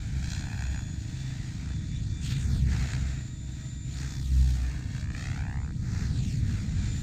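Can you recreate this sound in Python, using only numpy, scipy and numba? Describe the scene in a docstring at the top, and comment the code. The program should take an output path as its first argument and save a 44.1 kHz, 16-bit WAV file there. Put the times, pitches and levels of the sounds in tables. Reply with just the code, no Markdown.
"""Open field, some way off from a large electric model helicopter flying aerobatics. From the start its
rotor thumps and swishes over tail buzz and motor whine; a small petrol engine putters behind, and a
breeze rumbles on the microphone. In the first second the blades slap through their own wake. Near 2.3 s
it whooshes low over the grass, sweeping its ground echo, and dips again at 4 s. The hardest pull drags
the rotor down at 4.7 s; a long run of slaps follows, then a last low pass and a climb."""
import sys
import numpy as np
from scipy import signal
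from scipy.fft import rfft, irfft, next_fast_len
from scipy.io import wavfile
from scipy.ndimage import map_coordinates
from numba import njit

SR = 44100
rng = np.random.default_rng(int(sys.argv[2]) if len(sys.argv) > 2 else 0)


def wav_record(signal):
    """Record a signal, one row per channel, as 16-bit PCM in the file named by sys.argv[1]."""
    frames = np.transpose(np.atleast_2d(signal))
    bounded = np.clip(frames, -1, 1)
    # unit amplitude maps onto the largest positive 16-bit level
    quanta = np.round(bounded * 32767).astype(np.int16)
    wavfile.write(sys.argv[1], SR, quanta)


N = 309929
GOVERNED_HZ, TAIL_PER_BLADE = 67.1, 4.765  # main blade passes per s; tail passes for each of them

# Spectrum of air torn by the blades: frequency_hz, relative_db
BLADE_HISS = [(1200, -58), (2400, -2.5), (3200, 0), (4300, 3.5), (5200, -1), (5500, 1), (5850, -0.5),
              (7000, 2), (7700, -4), (8700, -9), (9400, -24.5), (11000, -48)]
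# Bursts of blades cutting their own wake; the angle at which they meet it sets the colour:
# start_s, length_s, level_db, crack_hz, deep_db, bite_db
SLAP_BURSTS = [(.225, 0.054, -54.5, 1550, -13, 1), (0.296, 0.057, -51.5, 1660, -9, 4),
               (0.367, 0.082, -53.5, 1620, -4, 1), (.468, .07, -52, 1590, 6, -6),
               (0.579, 0.047, -45.5, 1700, -4, -5), (0.635, 0.04, -51, 1630, -11, -3),
               (0.735, 0.057, -48, 1600, -10, -9), (0.799, 0.023, -55, 1500, -1, -7),
               (1.659, 0.076, -59, 1700, 6, -4), (2.292, 0.14, -62, 1880, -19.5, 0),
               (2.715, 0.053, -54.5, 1600, 11.5, -5), (2.8, .12, -56, 1750, -4, 2.5),
               (2.928, .008, -41.5, 1610, -15, -6), (2.944, 0.02, -48, 1800, -4, -6),
               (3.976, 0.25, -56, 1970, -6.5, 0), (4.412, 0.47, -61, 1710, 8, -2),
               (4.95, .037, -51, 1630, -9, -23), (5.008, 0.079, -51, 1740, -8, -21),
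               (5.097, 0.016, -45.5, 1710, -2, -20), (5.148, 0.0061, -44, 1850, -11, -17),
               (5.164, .085, -49, 1900, -6, -21), (5.258, .008, -40.5, 1950, -9, -22),
               (5.271, 0.059, -46.5, 1890, -1.5, -20), (5.348, .085, -47.5, 1630, -1, -22),
               (5.434, 0.14, -49, 1780, 4.5, -29), (5.586, 0.07, -52.5, 1930, 7, -24),
               (5.656, 0.055, -54.5, 1550, 7, -26), (5.922, .1, -53.5, 1780, -6.5, -11),
               (6.474, .13, -59, 1790, -12, -8)]
# Height of the flight, heard as the lag of the echo off the field: time_s, lag_ms, echo_share
GROUND_ECHO = [(0, 1.3, .3), (.22, 1.27, .55), (.35, 1.2, .55), (.8, 1.21, .55), (1.1, 1.15, .15),
               (1.5, 1.0, .2), (1.85, .5, .2), (2.1, .18, .5), (2.31, .065, .6), (2.45, .13, .8),
               (2.6, .26, .75), (2.7, .55, .3), (2.9, 1.2, .15), (3.25, 1.7, .1), (3.6, 1.2, .1),
               (3.82, .45, .3), (4.02, .14, .25), (4.2, .19, .5), (4.3, .35, .6), (4.42, 1.0, .2),
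               (4.7, 1.82, .35), (5.0, 1.8, .55), (5.15, 1.66, .7), (5.3, 1.52, .55), (5.45, 1.21, .7),
               (5.58, 1.0, .65), (5.68, .72, .45), (5.78, .16, .5), (6.05, .18, .45), (6.2, .26, .65),
               (6.3, .38, .55), (6.45, .55, .25), (7.03, 1.7, .1)]


def rotor_speed():
    """Blade passes per second: each pull on the blade pitch drags the rotor down; the governor recovers."""
    # Pulls: slowest_s, sinking_s, sag_hz
    pulls = [(0.83, 0.51, 2.13), (1.51, 0.22, 1.23), (1.93, 0.37, 1.11), (2.79, 0.3, 2.62),
             (3.34, 0.41, 0.66), (4.1, 0.19, 0.57), (4.66, 0.39, 4.07), (5.15, 0.48, 1.3),
             (5.93, 0.25, 1.09), (6.52, 0.34, 1.95)]
    return GOVERNED_HZ - sum(sag * swell(s, sink_s, fall_s=.68 * sink_s) for s, sink_s, sag in pulls)


def rotor_thump(blade):
    """Low orders of the blade rate, from the lift on the blades."""
    # The loaded disc turns towards the microphone: peak_s, half_width_s, fundamental_db, octave_db
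    thumps = [(.18, 0.095, -32, -39), (.7, 0.063, -31.5, -60), (1.25, 0.14, -65, -37.5),
              (2.5, 0.23, -32.5, -34), (2.69, 0.15, -26.5, -46), (3.0, 0.16, -30.5, -34),
              (3.53, 0.13, -39.5, -51), (4.0, 0.23, -36, -39), (4.42, 0.14, -21, -30),
              (4.6, 0.12, -27, -44), (5.45, 0.049, -35.5, -41.5), (6.78, 0.11, -37, -44)]
    fundamental_db, octave_db = swelling_db(even(thumps), rest_db=[-44.5, -57.5])
    fundamental = from_db(fundamental_db) * tone(blade, flutter_db=1.3, flutter_hz=5.7)
    overtones = sum(from_db(db) * tone(order * blade, flutter_db=.15, flutter_hz=3.5)
                    for order, db in [(2, 0), (3, -15), (4, -21)])
    return fundamental + from_db(octave_db) * overtones


def blade_rush(blade):
    """Turbulence off the blades, chopped by the main rotor and ruffled by the tail rotor."""
    # One whoosh per flick of the disc: peak_s, rise_s, fall_s, swish_db, hiss_db, sizzle_db
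    whooshes = [(.05, 0.17, 0.18, -75, -58, -77), (.35, 0.16, 0.093, -53.5, -47.5, -66),
                (.62, 0.79, 0.24, -49, -54, -68.5), (1.3, 1, .04, -60, -56.5, -74),
                (1.42, 0.41, 0.36, -53.5, -54, -73), (2.1, 0.61, 0.28, -58, -56.5, -80),
                (2.26, 0.043, 0.027, -53, -40.5, -62), (2.318, 0.034, 0.026, -48, -39, -54),
                (2.39, 0.068, 0.073, -55, -44, -66), (2.56, 0.18, 0.08, -49.5, -50.5, -60),
                (2.76, 0.096, 0.18, -44, -47.5, -63), (2.92, 0.12, 0.14, -47.5, -50.5, -70),
                (3.1, 0.34, 0.19, -50.5, -54, -72), (3.65, 0.25, 0.13, -58, -57.5, -74),
                (4.02, 0.13, 0.18, -49, -49, -65), (4.31, 0.24, 0.11, -60, -54.5, -61.5),
                (4.48, 0.19, 0.18, -59.5, -50.3, -61), (4.68, 0.16, 0.15, -50, -54.5, -69.5),
                (5.001, 0.24, 0.054, -52, -53.5, -70), (5.19, 0.076, 0.23, -49, -49.5, -68),
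                (5.4, 0.091, 0.2, -52.5, -71, -76), (6.02, 0.17, 0.11, -46, -49.5, -67),
                (6.2, 0.11, 0.069, -49.5, -51, -75), (6.33, 0.11, .08, -56.5, -48, -63.5),
                (6.529, 0.11, 0.15, -49.5, -52, -67.5), (6.86, 0.19, 0.25, -50.5, -50, -73),
                (7.0, .06, .1, -67, -56, -64)]
    # Spectra of the wake's swish and the tips' sizzle: frequency_hz, relative_db
    wake_spectrum = [(180, -40), (280, 12.5), (420, 5.5), (720, 7), (950, 1), (1300, 5.5), (1850, 10),
                     (2500, 6), (3000, -2.5), (4200, -27), (8000, -38)]
    tip_spectrum = [(6000, -16), (8500, 12), (9600, -3), (10700, -2.5), (11600, -8.5), (12400, 6.5),
                    (13300, -3.5), (14500, -0.5), (15700, -11.5)]
    swish_db, hiss_db, sizzle_db = swelling_db(whooshes, rest_db=[-65.5, -64, -82])
    swish = from_db(swish_db + drift(20)) * noise(wake_spectrum) * blade_sweep(blade, depth_db=2)
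    hiss = from_db(hiss_db) * noise(BLADE_HISS) + from_db(sizzle_db) * noise(tip_spectrum)
    hiss = hiss * from_db(drift(30)) * blade_sweep(blade, depth_db=2.9)
    # while the blades slap, the rush bunches up around each crack
    bunching = .5 / (1 + from_db(1.5 * (swish_db - slap_level_db())))
    chop = 1 + bunching * np.cos(2 * np.pi * blade - .5)
    ruffle = 1 + .13 * np.cos(2 * np.pi * TAIL_PER_BLADE * blade)
    return (swish + hiss) * chop * ruffle


def blade_sweep(blade, depth_db):
    """A gain of rms 1 that peaks as each blade sweeps towards the microphone."""
    return rms_one(from_db(depth_db * np.cos(np.pi * blade) ** 4))


def blade_slap(blade):
    """Each blade cracks through the tip vortex of the one before; a puff of torn air gives the bite."""
    held_colours = [(s, *colour) for start, length, _, *colour in SLAP_BURSTS
                    for s in (start, start + length)]
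    crack_hz, deep_db, bite_db = in_time(sorted(held_colours))
    clicks = pulses(blade, uneven_db=.6)
    puff = signal.lfilter([1], [1, -np.exp(-1 / (.0013 * SR))], clicks + 1e-18)  # 1.3 ms decay
    blow = rms_one(clicks) + from_db(-23) * rms_one(puff * rng.standard_normal(N))
    edge_db = -6 - 2.5 * np.maximum(deep_db + 2, 0)  # a deeper slap has less edge
    edge = from_db(edge_db) * resonate(blow, hz=2480, width_hz=280)
    sharp = glide_resonate(blow, crack_hz, width_hz=560) + edge
    deep = resonate(blow, hz=745, width_hz=200) + from_db(1) * resonate(blow, hz=468, width_hz=30)
    crack = lowpass(sharp - from_db(deep_db - 4) * deep, hz=2610, order=6)
    bite = lowpass(puff * noise(BLADE_HISS), hz=8500, order=8)
    return from_db(slap_level_db()) * (rms_one(crack) + from_db(bite_db) * rms_one(bite))


def slap_level_db():
    """Each burst of slapping sets in fast, holds and dies away."""
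    attack_s, release_s = .004, .0094
    t = np.arange(N) / SR
    gain = from_db(-73.5)  # easy flight
    for start, length, db, *_ in SLAP_BURSTS:
        attack = np.clip((t - start) / attack_s + 1, 0, 1)
        release = np.exp(-np.maximum(t - start - length, 0) / release_s)
        gain = np.maximum(gain, from_db(db) * attack * release)
    return 20 * np.log10(gain)


def tail_rotor(blade):
    """A geared buzz that swells against the torque of each pull and wavers as the tail swings about."""
    # Harmonics of the tail's blade rate: order, base_db
    harmonics = [(1, -61), (2, -69.5), (3, -75), (4, -76), (5, -77.5), (6, -70.5)]
    cycles = TAIL_PER_BLADE * blade + .04 * drift(10)
    effort_db = 1.73 * (GOVERNED_HZ - rotor_speed()) - .7
    buzz = sum(from_db(db) * tone(order * cycles, flutter_db=2.8, flutter_hz=8) for order, db in harmonics)
    return from_db(effort_db) * buzz


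def motor_whine(blade):
    """Orders of the motor's electrical rate; the strong ones have sidebands about one shaft rate away."""
    # The motor swings into view of the microphone: peak_s, half_width_s, third_order_db, sixth_order_db
    whines = [(0, .13, -62, -60), (.42, .14, -67, -60), (.8, .26, -64, -54.5), (1.23, .14, -59.3, -68),
              (1.47, .08, -75, -64), (1.76, .12, -61, -65), (1.95, .07, -58, -61.5), (2.18, .09, -56, -68),
              (2.36, .08, -53.5, -64), (2.55, .08, -61, -68), (2.88, .12, -69, -56.5),
              (3.25, .28, -66, -56), (3.76, .28, -63, -55.5), (4.15, .13, -60.5, -63),
              (5.63, .04, -71, -59), (6.25, .08, -71, -61), (6.57, .18, -65, -63),
              (6.92, .16, -57.5, -53.5)]
    # Motor lines that follow the third order's level: order, relative_db
    lines = [(2, -6), (3, 0), (4, -15), (5, -18)]
    # Sidebands below and above the whine: time_s, lower_relative_db, upper_relative_db
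    sidebands = [(0, -17, -18), (2.3, 1, -6), (3.1, -16, 2.5), (3.8, -24, -3), (4.4, -22, -14),
                 (7.03, -14, -8)]
    third_db, sixth_db = swelling_db(even(whines), rest_db=[-75, -72])
    lower_db, upper_db = in_time(sidebands)
    electrical = 106.3 / 6 * blade + .018 * drift(25)
    shaft = 4 * blade
    whine = sum(from_db(third_db + db) * tone(order * electrical, flutter_db=2.2, flutter_hz=5)
                for order, db in lines)
    whine += from_db(sixth_db) * tone(6 * electrical, flutter_db=1.9, flutter_hz=15)
    for order, side, db in [(3, .99, third_db + upper_db), (6, .99, sixth_db + upper_db - 6),
                            (6, -1.2, sixth_db + lower_db)]:
        whine += from_db(db) * tone(order * electrical + side * shaft, flutter_db=4.5, flutter_hz=35)
    return whine


def ground_bounce(x):
    """The echo off the field lags less as the helicopter drops: a sweeping comb. 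Grass dulls the echo."""
    lag_ms, share = in_time(GROUND_ECHO)
    lag_samples = np.maximum(lag_ms * SR / 1000 - 1, 0)
    echo = map_coordinates(lowpass(x, hz=7000, order=1), [np.arange(N) - lag_samples], order=3)
    return (x + share * echo) / np.sqrt(1 + share ** 2)


def over_grass(x):
    """The lower the helicopter flies, the more of its low middle range is lost in the grass."""
    high_null_hz, skimming_null_hz = 910, 5000  # the loss begins; the loss is deepest
    lag_ms, _ = in_time(GROUND_ECHO)
    null_hz = 1000 / (2 * lag_ms)  # lowest frequency that the echo cancels
    skimming = np.clip(np.log(null_hz / high_null_hz) / np.log(skimming_null_hz / high_null_hz), 0, 1)
    return x - (1 - from_db(-9)) * skimming * resonate(x, hz=566, width_hz=450)


def petrol_engine():
    """A small engine in the background: one muffled exhaust pop per firing."""
    # Engine speed: time_s, firing_hz
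    speeds = [(0, 25.65), (1.2, 26.1), (1.8, 26.0), (2.4, 26.1), (3.0, 25.5), (3.85, 25.15), (4.8, 25.65),
              (5.7, 25.85), (6.3, 26.0), (7.03, 26.05)]
    # Resonances of the exhaust: centre_hz, width_hz, relative_db
    exhaust = [(100, 27, -6), (132.4, 36, 0.5), (155.4, 34, -1.5), (248.5, 192, -12), (306.8, 64, -11)]
    firing_hz, = in_time(speeds)
    pops = pulses(np.cumsum(firing_hz) / SR, uneven_db=.4)
    pipe = sum((-1) ** k * from_db(db) * resonate(pops, hz, width)
               for k, (hz, width, db) in enumerate(exhaust))
    return from_db(-41) * rms_one(lowpass(pipe, hz=326.4, order=8))


def breeze():
    """Lumpy rumble on the microphone; stronger gusts shed finer, higher eddies."""
    # Gusts reaching the microphone: peak_s, half_width_s, level_db
    gusts = [(.25, 1, -36.5), (1.9, 0.45, -34.5), (2.62, 0.45, -30.5), (5.15, 0.88, -37),
             (6.25, 0.7, -31.5), (6.9, 0.97, -32.5)]
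    # Spectra of the rumble and of the finer eddies: frequency_hz, relative_db
    rumble_spectrum = [(10, -19), (25, -9), (45, -2.5), (75, -0.5), (105, 1), (140, -5.5), (190, -15.5),
                       (270, -25.5), (350, -34.5), (500, -35.5), (1000, -91)]
    eddy_spectrum = [(40, -21.5), (90, -4.5), (130, 2.5), (190, -3), (260, -12), (340, -29.5), (450, -60),
                     (900, -71)]
    wind_db, = swelling_db(even(gusts), rest_db=[-40.5])
    eddies_db = wind_db - 4 + .55 * (wind_db - wind_db.max())
    lumps = from_db(.73 * drift(33))
    rumble = from_db(wind_db + .5) * noise(rumble_spectrum)
    eddies = from_db(eddies_db) * noise(eddy_spectrum)
    return lumps * (rumble + eddies)


def field_hiss():
    """The faint steady hiss of the open field."""
    # Spectrum of the hiss: frequency_hz, relative_db
    spectrum = [(2500, -27), (3400, -7), (4300, 0.5), (5500, -9.5), (7000, 1.5), (8700, -10), (9500, -29.5)]
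    return from_db(-63) * noise(spectrum)


def from_db(db):
    """Decibels to gain."""
    return 10 ** (np.asarray(db) / 20)


def rms_one(x):
    """Scale to rms 1."""
    return x / np.sqrt(np.mean(x ** 2) + 1e-20)


def in_time(rows):
    """One value per sample for each column after time_s."""
    times, *columns = np.transpose(rows)
    return [np.interp(np.arange(N) / SR, times, column) for column in columns]


def drift(rate_hz):
    """Slow random wander of spread 1."""
    hop, settle = 40, 2000
    pole = np.exp(-2 * np.pi * rate_hz * hop / SR)
    white = rng.standard_normal(N // hop + settle + 2)
    slow = signal.lfilter([1], [1, -2 * pole, pole * pole], white)[settle:]
    return np.interp(np.arange(N) / hop, np.arange(len(slow)), rms_one(slow))


def noise(spectrum):
    """Noise of the given colour, rms 1."""
    size = next_fast_len(N)
    hz, db = np.transpose(spectrum)
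    bins_hz = np.maximum(np.fft.rfftfreq(size, 1 / SR), 1)
    gain = from_db(np.interp(np.log(bins_hz), np.log(hz), db))
    return rms_one(irfft(rfft(rng.standard_normal(size)) * gain, size)[:N])


def tone(cycles, flutter_db, flutter_hz):
    """A sine of rms 1 that flutters in the moving air."""
    return rms_one(np.sin(2 * np.pi * cycles) * from_db(flutter_db * drift(flutter_hz)))


def pulses(cycles, uneven_db):
    """One click per cycle, each of its own strength."""
    return np.diff(np.floor(cycles), prepend=0) * from_db(uneven_db * rng.standard_normal(N))


def resonate(x, hz, width_hz):
    """Band-pass with gain 1 at its peak."""
    r = np.exp(-np.pi * width_hz / SR)
    feedback = [1, -2 * r * np.cos(2 * np.pi * hz / SR), r * r]
    return signal.lfilter(np.array([1, 0, -1]) * (1 - r * r) / 2, feedback, x + 1e-18)


@njit
def glide_resonate(x, hz, width_hz):
    """Band-pass whose centre moves sample by sample."""
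    r = np.exp(-np.pi * width_hz / SR)
    feedback = 2 * r * np.cos(2 * np.pi * hz / SR)
    y = np.zeros(len(x))
    for i in range(2, len(x)):
        y[i] = (1 - r * r) / 2 * (x[i] - x[i - 2]) + feedback[i] * y[i - 1] - r * r * y[i - 2]
    return y


def lowpass(x, hz, order):
    """Butterworth low-pass."""
    return signal.sosfilt(signal.butter(order, hz, fs=SR, output="sos"), x)


def swell(peak_s, rise_s, fall_s):
    """A bell curve of height 1."""
    since = np.arange(N) / SR - peak_s
    width_s = np.where(since < 0, rise_s, fall_s)
    return np.exp(-np.minimum((since / width_s) ** 2, 50))


def swelling_db(swells, rest_db):
    """Levels of several layers: each swell adds its power to their resting levels."""
    power = from_db(rest_db)[:, None] ** 2
    for peak_s, rise_s, fall_s, *peak_db in swells:
        power = power + (from_db(peak_db)[:, None] * swell(peak_s, rise_s, fall_s)) ** 2
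    return 10 * np.log10(power)


def even(swells):
    """Swells that fall as fast as they rise."""
    return [(peak_s, width_s, width_s, *peak_db) for peak_s, width_s, *peak_db in swells]


def scene():
    """The field at one microphone; one rotor speed drives every part of the helicopter."""
    blade = np.cumsum(rotor_speed()) / SR - .25  # phase, counted in blade passes
    rush_and_tail = over_grass(ground_bounce(blade_rush(blade)) + tail_rotor(blade))
    slaps = ground_bounce(blade_slap(blade))
    helicopter = rush_and_tail + slaps + rotor_thump(blade) + motor_whine(blade)
    return (helicopter + petrol_engine() + breeze() + field_hiss())[None]


def record(dry):
    """The ground near the microphone notches the middle range; the ends are soft and the top is cut."""
    # Steady dips from the nearby ground: centre_hz, width_hz, depth_db
    dips = [(565, 110, -16), (1110, 170, -7.5), (2150, 220, -2), (2950, 300, -3)]
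    fade_s, cutoff_hz = .004, 15700
    for hz, width_hz, depth_db in dips:
        dry = dry - (1 - from_db(depth_db)) * resonate(dry, hz, width_hz)
    fade_in = np.minimum(np.arange(N) / (fade_s * SR), 1)
    top_cut = signal.ellip(12, .1, 80, cutoff_hz, fs=SR, output="sos")
    return signal.sosfilt(top_cut, dry * fade_in * fade_in[::-1])


dry = scene()
out = record(dry)
wav_record(out)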